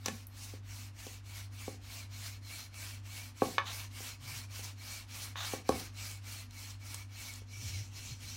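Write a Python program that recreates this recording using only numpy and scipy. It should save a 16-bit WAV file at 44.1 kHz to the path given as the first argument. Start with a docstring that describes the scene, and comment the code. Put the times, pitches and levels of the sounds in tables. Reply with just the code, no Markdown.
"""A small kitchen with a stone counter, a mono microphone close to the work.
A wooden rolling pin runs to and fro over dough: shaped noise swells with each stroke's speed,
and the axle sings in it as noise through narrow resonances of wandering pitch.
Thuds and wooden knocks are sums of decaying modes; ticks and slides along the rod are shaped noise.
An appliance hums as sine lines over still air, and swelling sines make soft low booms."""
import sys
import numpy as np
from scipy import signal
from scipy.fft import rfft, irfft
from scipy.io import wavfile
from scipy.ndimage import map_coordinates

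SR = 44100
rng = np.random.default_rng(int(sys.argv[2]) if len(sys.argv) > 2 else 0)


def dump(signal):
    """Clip the signal to [-1, 1] and save it as 16-bit WAV at the path in sys.argv[1]."""
    limited = np.clip(np.atleast_2d(signal).T, -1, 1)
    pcm = np.round(limited * 32767).astype(np.int16)
    wavfile.write(sys.argv[1], SR, pcm)


N = 368676
TIME = np.arange(N) / SR


def undb(db):
    """Decibels to gain."""
    return 10 ** (np.asarray(db) / 20)


def unit(x):
    """Scale to rms 1."""
    return x / np.sqrt(np.mean(x ** 2))


def colour(x, points):
    """Shape a sound's spectrum by (frequency [Hz], level [dB]) points; rms 1."""
    hz, db = np.transpose(points)
    f = np.maximum(np.fft.rfftfreq(len(x), 1 / SR), 1)
    gain = undb(np.interp(np.log(f), np.log(hz), db))
    return unit(irfft(rfft(x) * gain, len(x)))


def resonate(x, hz, width_hz):
    """One resonance, gain 1 at its centre."""
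    b, a = signal.iirpeak(hz, hz / width_hz, fs=SR)
    return signal.lfilter(b, a, x)


def butter(x, hz, kind, order=2):
    """Smooth low-, high- or band-pass."""
    sos = signal.butter(order, hz, kind, fs=SR, output="sos")
    return signal.sosfilt(sos, x)


def walk(rate):
    """Slow chance with rms 1: random levels, rate per second, joined by straight lines."""
    knots = np.arange(0, N / SR + 1, 1 / rate)
    return unit(np.interp(TIME, knots, rng.standard_normal(len(knots))))


def grains(spread_db):
    """Dense tiny slips: noise whose level is redrawn every 16 samples."""
    sizes = np.repeat(rng.standard_normal(N // 16 + 1), 16)[:N]
    return unit(rng.standard_normal(N) * undb(spread_db * sizes))


def fade(t, t60):
    """Exponential decay, 60 dB down after t60 seconds."""
    return np.exp(-np.log(1000) * t / t60)


def ring(modes):
    """A struck body's free ringing: a sum of decaying sines."""
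    t = TIME[:SR // 2]
    return sum(undb(db) * fade(t, t60) * np.sin(2 * np.pi * hz * t) for hz, db, t60 in modes)


def add(track, s, sound, db):
    """Place a sound at a time with a peak level."""
    i = max(int(s * SR), 0)
    track[i:i + len(sound)] += (undb(db) * sound / np.abs(sound).max())[:N - i]


def swell(s, length, db):
    """A rounded rise and fall, reaching its level halfway."""
    progress = np.clip((TIME - s) / length, 0, 1)
    return undb(db) * 2 * np.sqrt(progress * (1 - progress))


HUM_HZ, MAINS_HZ = 98.7, 99.98
HUM_DB, MAINS_DB = -49.1, -60.3
BEAT_CREST_S = .67  # a moment when the two hums swell together
# lines of the motor's hum: (multiple of the hum frequency, relative level [dB])
MOTOR_LINES = [(.5, -13), (1, 4), (2.5, -15.5), (3, -24)]
# spectrum of the kitchen's still air: (frequency [Hz], relative level [dB])
STILL_AIR = [(30, -40), (48, 2), (80, 2), (120, -4), (170, -18), (255, -6), (400, -22), (1000, -19.5),
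             (3000, -26), (8000, -53), (16000, -50.5)]


def kitchen(waver_db=.6):
    """A motor's wavering hum beats slowly against the mains hum, over still air."""
    since_crest = TIME - BEAT_CREST_S
    phase = 2 * np.pi * HUM_HZ * since_crest + .08 * walk(6)
    motor = unit(sum(undb(db) * np.sin(k * phase) for k, db in MOTOR_LINES))
    mains = unit(np.sin(2 * np.pi * MAINS_HZ * since_crest))
    air = colour(rng.standard_normal(N), STILL_AIR) * undb(-59.6 + 0.32 * walk(6.6))
    return motor * undb(HUM_DB + waver_db * walk(8)) + mains * undb(MAINS_DB) + air


# moments when the pin turns round, a pull first, then push and pull by turns: (time [s])
TURN_TIMES = [-.07, .28, .618, .927, 1.22, 1.494, 1.793, 2.084, 2.404, 2.703, 3.019, 3.337, 3.62, 3.895,
              4.186, 4.477, 4.752, 5.062, 5.345, 5.635, 5.917, 6.208, 6.484, 6.782, 7.073, 7.452, 7.902,
              8.18, 8.45]
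# every pull, and every push: (moment of full speed [fraction of stroke], rubbing [dB], axle ring [dB])
PULL_STROKE = (.56, -.1, -1.5)
PUSH_STROKE = (.48, .1, -3)
# how hard the hands bear down: (time [s], base level of the rolling [dB])
HAND_PRESSURE = [(.1, -58.5), (.45, -53.2), (1.1, -52.2), (1.65, -52.3), (2.3, -49.7), (3.15, -49.8),
                 (3.75, -47.6), (4.35, -46.7), (4.9, -48.7), (5.5, -45.7), (6.05, -47.2), (6.6, -51.9),
                 (6.95, -51.2), (7.17, -47.3), (7.42, -53.5), (7.75, -46.8), (8.05, -50.5), (8.3, -48.7)]
# how readily the axle sings, quiet at first: (time [s], relative gain [dB])
AXLE_READINESS = [(0, -7), (1.7, -1.5), (2.65, 2), (3.2, -2.5), (4.4, -2), (6.6, .5), (8.2, 2)]


def motion():
    """The pin speeds up and stops between turns; returns speed 0-1, pressure gain and axle gain."""
    strokes = [PUSH_STROKE if k % 2 else PULL_STROKE for k in range(len(TURN_TIMES) - 1)]
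    fastest, rub_db, axle_db = np.transpose(strokes)
    middle = TURN_TIMES[:-1] + fastest * np.diff(TURN_TIMES)
    # each mark is a quarter cycle: stop, full speed, stop
    marks = np.sort(np.append(TURN_TIMES, middle))
    quarters = np.interp(TIME, marks, np.arange(len(marks)))
    speed = np.abs(np.sin(np.pi / 2 * quarters))
    pressure_db = np.interp(TIME, *np.transpose(HAND_PRESSURE)) + np.interp(TIME, middle, rub_db)
    ring_db = np.interp(TIME, *np.transpose(AXLE_READINESS)) + np.interp(TIME, middle, axle_db)
    return speed, undb(pressure_db), undb(ring_db)


WIDE_SHEET_S = 7.4  # from here on the dough is a wide, thin sheet
# rubbing on the small round of dough, then on the wide sheet: (frequency [Hz], relative level [dB])
ROUND_SPECTRUM = [(150, -5), (400, -13), (700, -6.5), (1100, -4.5), (1600, -4.5), (2800, 0), (3400, -3),
                  (4500, -1), (5800, 0), (8000, -4.5), (11000, -7), (16000, -9)]
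SHEET_SPECTRUM = [(150, 1.5), (500, -12), (1100, -11), (1700, -9.5), (2600, -1.5), (3400, -4.5),
                  (4500, -4.5), (5800, 3), (8000, -7), (11000, -12), (16000, -14)]


def rubbing(speed):
    """Fine friction of the turning pin: louder and brighter with speed, patchy where the wood is uneven."""
    slips = grains(spread_db=1.0)
    on_sheet = TIME > WIDE_SHEET_S
    rub = np.where(on_sheet, colour(slips, SHEET_SPECTRUM), colour(slips, ROUND_SPECTRUM))
    # on the wide sheet the pin swivels and drags more and more through its turns
    swivel = np.clip((TIME - WIDE_SHEET_S) / 2.4, 0, 1)
    speed = speed + swivel * (.8 - speed)
    # the contact moves, so different parts of the spectrum come and go
    bands_hz = np.geomspace(1000, 12000, 18)
    rub = rub + sum(.3 * walk(34) * resonate(rub, hz, hz / 10) for hz in bands_hz)
    dull = butter(rub, 3200, "low", order=1)
    bright = rub - dull
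    moving = dull * (speed ** 1.02 + 0.051) + bright * (speed ** 1.72 + 0.0092)
    patches_db = 1.5 + 1.1 * walk(45)
    return moving * undb(patches_db)


# the axle's resonances: (frequency [Hz], nominal width [Hz], relative level [dB])
AXLE_MODES = [(2268, 93, 4.5), (2590, 31, -6.5), (4210, 160, 2.5), (5620, 240, -6)]


def axle(speed):
    """The dry axle sings in fits, even at low speed, its pitch wandering as it turns."""
    slips = rng.standard_normal(N)
    song = np.zeros(N)
    for hz, width, db in AXLE_MODES:
        # two passes narrow the resonance, so each starts wider
        tone = resonate(resonate(slips, hz, 1.3 * width), hz, 1.3 * width)
        fit_db = 3.5 * walk(28)
        song += undb(db + fit_db) * unit(tone)
    # reading the song a little early or late bends its pitch
    wander = np.cumsum(.018 * walk(22)) + np.arange(N)
    song = map_coordinates(song, [wander], order=3, mode="mirror")
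    # silent at rest, soon near full strength once the pin turns
    turning = speed ** 2 / (speed ** 2 + 0.26)
    return song * turning * undb(-11.0)


# the barrel sliding along its rod: (start [s], length [s], level at the crest [dB])
ROD_SLIDES = [(0.043, 0.055, -49), (3.653, 0.076, -44.5), (5.358, 0.13, -42)]
# spectrum of the scrape: (frequency [Hz], relative level [dB])
SCRAPE_SPECTRUM = [(300, -38), (700, -2.5), (1100, -1), (1700, -1), (2300, -5), (3000, -2), (3800, 3.5),
                   (5000, -11), (6300, -4), (9000, -23), (16000, -19)]


def slides():
    """Wood scrapes along the rod as the barrel shifts sideways: shaped noise with a flickering level."""
    scrape = colour(grains(spread_db=0), SCRAPE_SPECTRUM)
    return scrape * sum(swell(*row) for row in ROD_SLIDES) * undb(1.5 * walk(160))


# wooden knocks: a faint ring laid under the two opening blows, then the handle knocking against the barrel's
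# end: (time [s], peak level [dB])
WOODEN_KNOCKS = [(0.0589, -32), (.0835, -33), (3.582, -13.5), (5.357, -31), (5.721, -33), (6.944, -42)]
# modes of the woody ring, before filtering: (frequency [Hz], relative level [dB], t60 [s])
WOOD_MODES = [(565, -4, 0.033), (930, -14, 0.049), (1117, 7, 0.019), (1544, -0.5, 0.012),
              (1700, -5.5, 0.043), (2245, -3, 0.031), (2540, -17, 0.022), (3000, -8, 0.03),
              (3420, -5, 0.026), (5000, -13, .015), (6160, -8, 0.033)]


def clacks(crack_db=-2.5, crack_t60=0.047):
    """The ring of handle knocks, and a faint ring under the opening blows: decaying modes and a rough crack of
    noise."""
    out, t = np.zeros(N), TIME[:SR // 2]
    for s, db in WOODEN_KNOCKS:
        crack = unit(butter(rng.standard_normal(len(t)), [700, 3300], "band")) * fade(t, crack_t60)
        body = ring(WOOD_MODES) + undb(crack_db) * crack
        add(out, s, butter(butter(body, 720, "high"), 3700, "low"), db)
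    return out


# the barrel meeting the counter: (time [s], peak level [dB], contact cut-off [Hz])
BARREL_BLOWS = [(.059, -35, 3000), (0.081, -29.5, 2400), (.535, -39.5, 420), (1.065, -39, 650),
                (1.678, -29, 600), (3.419, -15, 1120), (4.003, -44, 800), (4.591, -48, 714),
                (5.534, -27, 900), (5.691, -15, 1000), (7.416, -48.5, 400)]
# what barrel and slab ring with, before filtering: (frequency [Hz], relative level [dB], t60 [s])
SLAB_MODES = [(122, -12, .2), (293, -6.5, 0.05), (439, 1.5, 0.023), (519, -2.5, 0.069), (767, 5.5, 0.016),
              (1086, -0.5, 0.03), (1576, -4.5, 0.017), (2500, 0, .015)]


def thuds(spread_s=0.00354):
    """Blows on the slab; bending waves carry the highs ahead of the lows, so each chirps down."""
    out, body = np.zeros(N), ring(SLAB_MODES)
    f = np.fft.rfftfreq(len(body), 1 / SR)
    delay_s = spread_s / np.sqrt(1 + (f / 450) ** 2)
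    # phase is the running sum of delay over frequency
    phase = 2 * np.pi * np.cumsum(delay_s) * f[1]
    body = irfft(rfft(body) * np.exp(-1j * phase), len(body))
    for s, db, contact_hz in BARREL_BLOWS:
        add(out, s, butter(butter(body, contact_hz, "low"), 194, "high"), db)
    return out


# sharp ticks: the bright crack of hard blows, and small ticks of the loose axle:
# (time [s], peak level [dB], centre [Hz])
SHARP_TICKS = [(.0592, -18.5, 5300), (.061, -27, 1500), (0.083, -24, 2000), (0.2688, -38, 12800),
               (1.067, -38.5, 4500), (2.743, -41, 2500), (5.6906, -26, 5470), (6.509, -44, 3980),
               (6.944, -30, 7100), (7.337, -39, 7000), (7.358, -39, 6000)]


def ticks(t60=0.021):
    """Short cracks of hard blows and of the loose axle: decaying noise through one broad resonance."""
    out, t = np.zeros(N), TIME[:SR // 10]
    for s, db, hz in SHARP_TICKS:
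        burst = rng.standard_normal(len(t)) * fade(t, t60)
        add(out, s, resonate(burst, hz, width_hz=2300), db)
    return out


# soft low booms: the tail of the opening thud, then the counter under the rolling pin:
# (start [s], length [s], level at the crest [dB], mean pitch [Hz])
LOW_BOOMS = [(0.07, 0.1, -48, 226), (4.197, 0.23, -53, 120), (5.687, 0.093, -44.5, 75),
             (7.58, 0.29, -43.5, 102), (8.093, 0.046, -42.5, 100)]


def bumps(wobble=0.1083):
    """The opening thud's tail, then the counter under the rolling pin: swelling sines of unsteady pitch."""
    phase = 2 * np.pi * np.cumsum(1 + wobble * walk(110)) / SR
    return sum(swell(s, length, db) * np.sqrt(2) * np.sin(hz * phase) for s, length, db, hz in LOW_BOOMS)


# the kitchen's reverberation, in octave bands: (centre [Hz], t60 [s], relative level [dB])
REVERB_BANDS = [(129, 0.47, 2), (255, 0.36, -0.5), (526, .25, -2), (984, 0.22, 2.5), (2060, 0.2, -1.5),
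                (4340, 0.38, -6), (8600, .2, 2)]


def room(x, wet_db, first_s):
    """Nearby cupboards and walls answer with a short diffuse tail of decaying noise bands."""
    t = TIME[:SR // 2]
    tail = np.zeros(len(t))
    for hz, t60, db in REVERB_BANDS:
        octave = [hz / np.sqrt(2), hz * np.sqrt(2)]
        band = butter(rng.standard_normal(len(t)), octave, "band")
        tail += undb(db) * fade(t, t60) * band
    # nothing before first_s, full after twice that
    tail = tail * np.clip(t / first_s - 1, 0, 1)
    return x + undb(wet_db) * signal.fftconvolve(x, tail)[:N]


# first echoes off the wall and cupboards: (delay [s], level [dB])
FIRST_ECHOES = [(.0165, -19), (0.031, -18)]


def echoes(x):
    """Dull first returns from the wall and cupboards: delayed, low-passed copies."""
    dull = butter(x, 2200, "low")
    return sum(undb(db) * np.pad(dull, (int(s * SR), 0))[:N] for s, db in FIRST_ECHOES)


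def scene():
    """Rubbing and knocks in the kitchen, the same in both channels."""
    speed, pressure, axle_gain = motion()
    rolling = pressure * (rubbing(speed) + axle_gain * axle(speed)) + slides()
    knocks = clacks() + thuds() + ticks()
    rolling_in_room = room(rolling, wet_db=-37, first_s=0.0038)
    knocks_in_room = room(knocks, wet_db=-34, first_s=.005) + echoes(knocks)
    mono = kitchen() + rolling_in_room + knocks_in_room + bumps()
    return np.array([mono, mono])


TOP_HZ = 15800


def record(dry):
    """The recorder cuts the top with a steep low-pass."""
    top_cut = signal.ellip(10, .2, 70, TOP_HZ, fs=SR, output="sos")
    return signal.sosfilt(top_cut, dry)


dry = scene()
out = record(dry)
dump(out)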